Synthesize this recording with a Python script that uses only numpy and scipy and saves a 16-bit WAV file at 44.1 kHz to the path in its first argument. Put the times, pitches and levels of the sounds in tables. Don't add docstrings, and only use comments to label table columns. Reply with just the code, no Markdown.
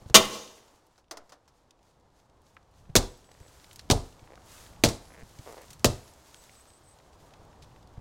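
import sys
import numpy as np
from scipy import signal
from scipy.fft import rfft, irfft
from scipy.io import wavfile

SR = 44100
rng = np.random.default_rng(int(sys.argv[2]) if len(sys.argv) > 2 else 0)


def dump(signal):
    limited = np.clip(np.atleast_2d(signal).T, -1, 1)
    pcm = np.round(limited * 32767).astype(np.int16)
    wavfile.write(sys.argv[1], SR, pcm)


N = 353135
TIME = np.arange(N) / SR
AGE = np.arange(SR * 4 // 5) / SR
SMASH_S = .1434

# start_s, crunch_db, tilt_db_per_octave, shaft_lag_s, shaft_db, pane_db, flex_hz,
# cabin_db, cabin_tilt_db_per_octave, trim_db, splinters_db
BLOWS = [(2.9535, -14, 0.5, 0.0077, -8.5, -13, 369, -19.5, -4, -23, -34),
         (3.9005, -18, -0.5, 0.0098, -16, -14, 260, -14.5, 0, -19, -35.5),
         (4.8374, -11.5, 0, 0.009, -18, -10.5, 265, -21, 1, -21.5, -30.5),
         (5.8446, -12.5, 0.5, 0.0089, -19.5, -12.5, 337, -15.5, 5.5, -24.5, -35)]
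# frequency_hz, density_db
THUMP = [(25, -1), (60, -2.5), (120, 1), (200, -8.5), (400, -20), (1500, -37.5), (6000, -51),
         (16000, -65.5)]


def amp(db):
    return 10 ** (np.asarray(db) / 20)


def unit(x):
    return x / np.sqrt(np.mean(x ** 2))


def fade(t60_s):
    return np.exp(-np.log(1000) * AGE / t60_s)


def burst(hold_s, t60_s):
    return np.exp(-np.log(1000) * np.maximum(AGE - hold_s, 0) / t60_s)


def swell_at(middle_s, width_s):
    return np.exp(-((TIME - middle_s) / width_s) ** 2)


def walk(rate_hz, size=N):
    count = int(rate_hz * size / SR) + 2
    return np.interp(TIME[:size] * rate_hz, np.arange(count), rng.standard_normal(count))


def add(out, start_s, x):
    i = max(int(start_s * SR), 0)
    out[i:i + len(x)] += x[:max(N - i, 0)]


def colour(x, points, tilt_db_per_octave=0, size=4096):
    hz, db = np.transpose(points)
    octave = np.log2(np.maximum(np.fft.rfftfreq(size, 1 / SR), 1))
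    level_db = np.interp(octave, np.log2(hz), db) + tilt_db_per_octave * octave
    cepstrum = irfft(np.log(amp(level_db)))
    cepstrum[1:size // 2] *= 2
    cepstrum[size // 2 + 1:] = 0
    response = irfft(np.exp(rfft(cepstrum)))
    return signal.fftconvolve(x, response / np.linalg.norm(response))[:len(x)]


def grains(rate_hz, spread_db, size=len(AGE)):
    hit = rng.random(size) < rate_hz / SR
    sign = rng.choice([-1, 1], size)
    return unit(hit * sign * amp(spread_db * np.minimum(rng.exponential(size=size), 4)))


def ring(modes, detune):
    y = np.zeros(len(AGE))
    for hz, db, t60_s in modes:
        shift, flip = rng.standard_normal(2)
        tone = np.sin(2 * np.pi * hz * (1 + detune * shift) * AGE)
        y += np.sign(flip) * amp(db) * fade(t60_s) * tone
    return y / np.sqrt(sum(amp(db) ** 2 for _, db, _ in modes) / 2)


def headlamp(smash_db=-5.0, ring_db=-15, debris_db=-25, wing_db=-31):
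    # mode_hz, relative_db, t60_s
    lamp_modes = [(208, -4.5, .06), (363, -11.5, 0.089), (526, -14.5, .08), (667.2, -8.5, 0.048),
                  (821, -9.5, .05), (1000, -8, 0.068), (1178, -8.5, 0.076), (1292, -9.5, .08),
                  (2074, 0, 0.056), (2373, 4.5, 0.041), (2410, 2.5, 0.03), (2640, 0, 0.02),
                  (2810, 0.5, 0.042), (3065, -6, 0.06), (3300, -10, 0.056), (3626, -4.5, 0.091),
                  (3760, -6, 0.056), (5900, -3.5, .05), (6195, -6, .04), (6650, -5, .035),
                  (6670, -5.5, 0.029)]
    # frequency_hz, density_db
    smash = [(30, -15), (70, -16.5), (110, -9), (210, 0.5), (300, -2.5), (900, -2.5), (1300, -1.5),
             (1650, -13), (2050, -6), (2400, -2.5), (3600, -3.5), (6500, -4), (9500, -12), (16000, -18)]
    fracture = grains(14000, 2.3) * burst(0.015, 0.08) * (1 - .55 * fade(0.032))
    housing = signal.fftconvolve(fracture, ring(lamp_modes, 0.0014))[:len(AGE)]
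    housing /= np.sqrt(np.mean(housing[AGE < .03] ** 2))
    debris = colour(grains(5000, 9.8) * fade(.42), smash, tilt_db_per_octave=-2.5)
    wing = colour(grains(6700, 1.5) * fade(.3) * (1 - fade(.06)), THUMP)
    hit = amp(smash_db) * colour(fracture, smash) + amp(ring_db) * housing
    hit += amp(debris_db) * debris + amp(wing_db) * wing
    out = np.zeros(N)
    add(out, SMASH_S, hit)
    return out


def windscreen(flex_db=5, flex_t60_s=.025):
    # mode_hz, relative_db, t60_s
    pane_modes = [(107.5, -6.5, 0.29), (136.6, -5, 0.091), (166, -3.5, 0.13), (230.7, 1, 0.098),
                  (262.4, 1, 0.093), (351, -6.5, 0.069), (397, -6, 0.074), (425.4, -7.5, 0.1),
                  (471.7, -1.5, 0.14), (554, 0.5, 0.051), (599, -4.5, 0.12), (662, -2, 0.099),
                  (792, -22.5, 0.043), (1210, -20, .05)]
    # mode_hz, relative_db, t60_s
    cabin_modes = [(33, -2.5, 0.32), (50, -5, 0.27), (80.6, -4, 0.28), (99, 5.5, 0.12), (130.1, -2.5, 0.22)]
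    # frequency_hz, density_db
    crunch = [(150, -10), (400, -4), (750, 1), (1100, 1.5), (1800, -0.5), (2600, 0.5), (4000, 1),
              (5000, -1), (6500, -0.5), (9000, -9), (12500, -11.5), (16000, -19)]
    crush = [(150, -7), (450, 6), (1100, -4), (2300, -7), (3500, 3.5), (6500, 2), (9000, -6), (16000, -17)]
    splinters = [(300, -1), (1200, 1.5), (2500, -5), (4000, 7), (6500, 4), (9000, 0.5), (15000, -19)]
    trim = [(30, -10), (60, -5.5), (110, -10), (200, 0.5), (360, -2.5), (700, -4), (1200, -13.5),
            (2200, -51), (6000, -54.5)]
    out = np.zeros(N)
    for (start_s, crunch_db, tilt_db, lag_s, shaft_db, pane_db, flex_hz,
         cabin_db, cabin_tilt_db, trim_db, splinters_db) in BLOWS:
        hook = grains(30000, 0.81) * burst(0.0021, 0.022)
        add(out, start_s, amp(crunch_db) * colour(hook, crunch, tilt_db))
        shaft = grains(12000, 2.2) * burst(0.00051, 0.058)
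        add(out, start_s + lag_s, amp(shaft_db) * colour(shaft, crush, tilt_db))
        flex = np.sin(2 * np.pi * flex_hz * AGE) * burst(0.0023, flex_t60_s) * (1 - fade(0.021))
        swell = 1 - fade(0.034)
        add(out, start_s, amp(pane_db) * (swell * ring(pane_modes, 0.025) + amp(flex_db) * flex))
        add(out, start_s, amp(trim_db) * colour(grains(2000, 2.2) * fade(0.22) * swell, trim))
        tilted = [(hz, db + cabin_tilt_db * np.log2(hz), t60_s) for hz, db, t60_s in cabin_modes]
        add(out, start_s + lag_s, amp(cabin_db) * ring(tilted, 0.024) * (1 - fade(0.05)))
        scatter = colour(grains(9000, 1.2) * fade(0.3), splinters)
        add(out, start_s + lag_s, amp(splinters_db) * scatter)
    return out


def snap(hz, t60_s, size=8192):
    hump = [(hz / 10, -19), (hz / 2, -3.5), (hz, 0), (hz * 2, -11), (hz * 6, -42)]
    return colour(grains(8000, 2.5, size=size) * fade(t60_s)[:size], hump)


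def small_sounds():
    # start_s, level_db, tilt_db_per_octave, t60_s
    bounces = [(.979, -59.5, 2.5, .1), (1.1108, -36.5, 4.5, 0.063), (1.1714, -42, 3, 0.051),
               (1.294, -54, 4, 0.071), (1.321, -49.5, 1.5, 0.095), (1.478, -59, 4, 0.081)]
    # frequency_hz, density_db
    bonnet = [(88, -46), (150, -37), (306, -15), (409, -13), (468, -11), (636, -7), (918, -8), (1270, -9),
              (2310, -19), (2600, -20), (3210, -20.5), (5400, -17), (15000, -43)]
    # start_s, level_db, centre_hz, t60_s
    snaps = [(0.099, -36, 644, 0.021), (0.099, -46, 5500, .02), (1.708, -51.5, 4800, 0.022),
             (2.567, -42, 1380, 0.025), (2.985, -31, 5500, .05), (3.73, -49, 8000, .04),
             (3.7594, -44, 7500, 0.029), (3.793, -42, 4500, 0.04), (4.275, -48, 1600, 0.012),
             (4.377, -44, 1200, 0.0085), (4.858, -25, 4540, 0.033), (4.887, -27.5, 5540, 0.043),
             (5.705, -45.5, 6500, 0.051), (5.7306, -42.5, 6500, 0.032), (6.3445, -41, 4000, 0.01),
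             (7.337, -52.5, 3550, 0.029), (7.622, -53, 5000, 0.11)]
    # start_s, level_db
    steps = [(0.016, -42.5), (0.058, -40.5), (0.106, -37), (2.893, -40.5), (3.407, -45), (4.22, -49),
             (5.224, -43.5), (5.39, -39.5), (7.221, -51.5), (7.972, -41)]
    out = np.zeros(N)
    for start_s, db, tilt_db, t60_s in bounces:
        tap = colour(grains(9000, 2.7) * fade(t60_s), bonnet, tilt_db)
        sheet = colour(grains(9000, 1.7) * fade(0.22), bonnet, tilt_db_per_octave=-5.0)
        add(out, start_s, amp(db) * (tap + amp(-6.0) * sheet))
    for start_s, db, hz, t60_s in snaps:
        add(out, start_s, amp(db) * snap(hz, t60_s))
    for start_s, db in steps:
        add(out, start_s, amp(db) * colour(grains(6000, 1.5) * burst(0.0085, 0.036), THUMP))
    return out


def creaks():
    # start_s, length_s, nominal_slips_hz, level_db, hollow_over_bright_db
    creak_list = [(3.291, 0.19, 46, -64, 7), (4.305, 0.039, 81, -54.5, 9.5), (5.105, 0.13, 105, -58, -0.5),
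                  (5.463, 0.121, 140, -49, 18.5), (5.58, 0.065, 213, -55, 8)]
    # frequency_hz, density_db
    bright = [(300, -25), (1200, -2.5), (1800, 3.5), (2400, -4), (3300, -20), (8000, -30), (16000, -50)]
    hollow = [(150, -26), (350, -4.5), (480, 3), (700, -3.5), (1200, -8), (2000, -21.5), (6000, -42),
              (16000, -59)]
    out = np.zeros(N)
    for start_s, length_s, rate_hz, db, hollow_db in creak_list:
        gap, size = rng.standard_normal((2, 40))
        times_s = np.cumsum(np.exp(0.39 * gap)) / rate_hz
        times_s -= times_s[0]
        inside = times_s < length_s
        slips = np.zeros(len(AGE))
        slips[(times_s[inside] * SR).astype(int)] = amp(1.5 * size[inside])
        knocks = colour(slips, bright) + amp(hollow_db) * colour(slips, hollow)
        add(out, start_s, amp(db) * unit(knocks) * np.sqrt(length_s * SR / len(AGE)))
    return out


def bird():
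    # start_s, notes, base_pitch_hz, level_db, quiver_share_of_pitch
    phrases = [(3.08, 3, 7800, -70, .012), (5.046, 1, 11100, -68, .004), (6.0, 1, 11150, -69, 0.0037),
               (6.352, 4, 7960, -62.5, .013)]
    note_s, note_every_s = .115, .16
    note_rise = .005
    out = np.zeros(N)
    u = np.linspace(0, 1, int(note_s * SR))
    ends = (2 * u - 1) ** 2
    for start_s, count, hz, db, quiver in phrases:
        for k in range(round(count)):
            bend = quiver * (2 * ends + (1 + ends) * walk(900, size=len(u)))
            pitch_hz = hz * (1 + k * note_rise + bend)
            level = amp(db + 2.83 * walk(70, size=len(u))) * (1 - ends) ** 0.3
            tone = np.sin(2 * np.pi * np.cumsum(pitch_hz) / SR)
            add(out, start_s + k * note_every_s, level * tone)
    return out


def rustling():
    # time_s, level_db
    stirring = [(0, -66), (1.05, -82.5), (2.3, -78.5), (3.2, -71), (3.5, -63.5), (4.3, -69), (5.15, -63.5),
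                (6.7, -66.5), (8, -71.5)]
    # middle_s, half_length_s, level_db
    lifts = [(3.662, 0.091, -66.5), (4.575, 0.12, -56.5), (5.51, 0.2, -64.5), (6.436, 0.22, -67.5),
             (7.25, 0.052, -71)]
    pace_from_s, pace_every_s, pace_width_s, pace_db = 0.97, 0.3044, .055, -75
    lamp_crumbs_db, glass_crumbs_db, crumbs_t60_s = -44, -61, 1.2
    motion = amp(np.interp(TIME, *np.transpose(stirring)))
    for k in range(7):
        motion += amp(pace_db) * swell_at(pace_from_s + k * pace_every_s, pace_width_s)
    for middle_s, width_s, db in lifts:
        motion += amp(db) * swell_at(middle_s, width_s)
    add(motion, SMASH_S, amp(lamp_crumbs_db) * fade(crumbs_t60_s))
    for start_s, *_ in BLOWS:
        add(motion, start_s, amp(glass_crumbs_db) * fade(crumbs_t60_s))
    return motion


def ticking():
    ticks_per_s, centre_hz, spread_octaves, t60_s = 15, 3900, .6, 0.02
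    over_rustle_db, scatter_db = 7, 4
    out = np.zeros(N)
    for slot in range(int(ticks_per_s * N / SR)):
        start_s = (slot + rng.random()) / ticks_per_s
        pitch, size = rng.standard_normal(2)
        tick = snap(centre_hz * 2 ** (spread_octaves * pitch), t60_s)
        add(out, start_s, amp(scatter_db * size) * tick)
    return amp(over_rustle_db) * rustling() * out


def ambience(brisk_db=-55, brisk_power=1.5):
    # time_s, level_db
    breeze_level = [(0, -60), (.8, -73), (3.2, -62.5), (5.5, -59), (6.7, -66.5), (8, -54.5)]
    hush_level = [(0, -60), (.5, -60.5), (1.05, -72), (1.6, -68), (2.4, -67.5), (4.6, -59.5), (6.8, -63.5),
                  (7.4, -58.5), (8, -61)]
    # frequency_hz, density_db
    air = [(20, -21), (50, -18), (130, -24.5), (216, -19), (280, -14), (370, -15), (500, -14.5),
           (950, -14.5), (1400, -24.5), (2500, -35), (3600, -34), (7000, -43.5), (12000, -56.5),
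           (16000, -69)]
    brushed = [(700, -20.5), (1200, 1), (2300, -4.5), (4500, -2.5), (7000, -3.5), (10000, -11.5),
               (16000, -24)]
    rubbed = [(700, -21), (1200, 0), (2300, -4.5), (4500, -6), (6500, -1.5), (10500, -5), (13000, -7),
              (16000, -11)]
    wind = [(20, -7), (50, -0.5), (100, -3.5), (150, -7), (220, -13.5), (500, -35.5), (2000, -59.5)]
    swing_db, swing_width_s = -57.5, 0.12
    swings = swell_at(SMASH_S, swing_width_s) + sum(swell_at(s, swing_width_s) for s, *_ in BLOWS)
    strength = amp(np.interp(TIME, *np.transpose(breeze_level))) + amp(swing_db) * swings
    breeze = colour(rng.standard_normal(N), wind) * strength * amp(1.1 * walk(13))
    hush_db = np.interp(TIME, *np.transpose(hush_level)) + 0.75 * walk(8.8)
    hush = colour(rng.standard_normal(N), air) * amp(hush_db)
    motion = rustling() * amp(1.5 * walk(35))
    brush = amp(-3.0) * colour(grains(8000, 2.0, size=N), brushed)
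    briskness = (motion / amp(brisk_db)) ** (brisk_power - 1)
    rub = amp(-2.0) * colour(grains(12000, 3.3, size=N), rubbed) * briskness
    return breeze + hush + motion * (brush + rub)


def clearing(x, near_db, wood_db, wood_s=0.18, wood_width_s=.03):
    # frequency_hz, density_db
    near_echo = [(60, -8), (200, -2.5), (350, 2), (520, -1), (800, 1), (1600, -3), (3500, -6),
                 (6000, -10.5), (10000, -11), (16000, -16)]
    wood_echo = [(60, -18), (200, -4.5), (380, 5.5), (800, 2.5), (1600, -6.5), (3500, -5.5), (6000, -4),
                 (10000, -8.5), (16000, -11)]
    near = fade(0.34) * (1 - fade(.1))
    late = np.exp(-(np.minimum(AGE - wood_s, 0) / wood_width_s) ** 2) * burst(wood_s, .6)
    response = amp(near_db) * unit(colour(near * grains(9000, 2.5), near_echo))
    response += amp(wood_db) * unit(colour(late * grains(8100, 2.6), wood_echo))
    return signal.fftconvolve(x, response / np.sqrt(len(AGE)))[:N]


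def scene():
    lamp, glass, small = headlamp(), windscreen(), small_sounds()
    echoes = clearing(lamp, near_db=-17.5, wood_db=-30.5)
    echoes += clearing(glass + small, near_db=-23, wood_db=-47.5)
    return (lamp + glass + small + echoes + creaks() + bird() + ambience() + ticking())[None]


def record(dry):
    top_hz = 15900
    rounded = 1.138 * np.tanh(dry / 1.023)
    return signal.sosfilt(signal.ellip(8, .2, 70, top_hz, fs=SR, output="sos"), rounded)


dry = scene()
out = record(dry)
dump(out)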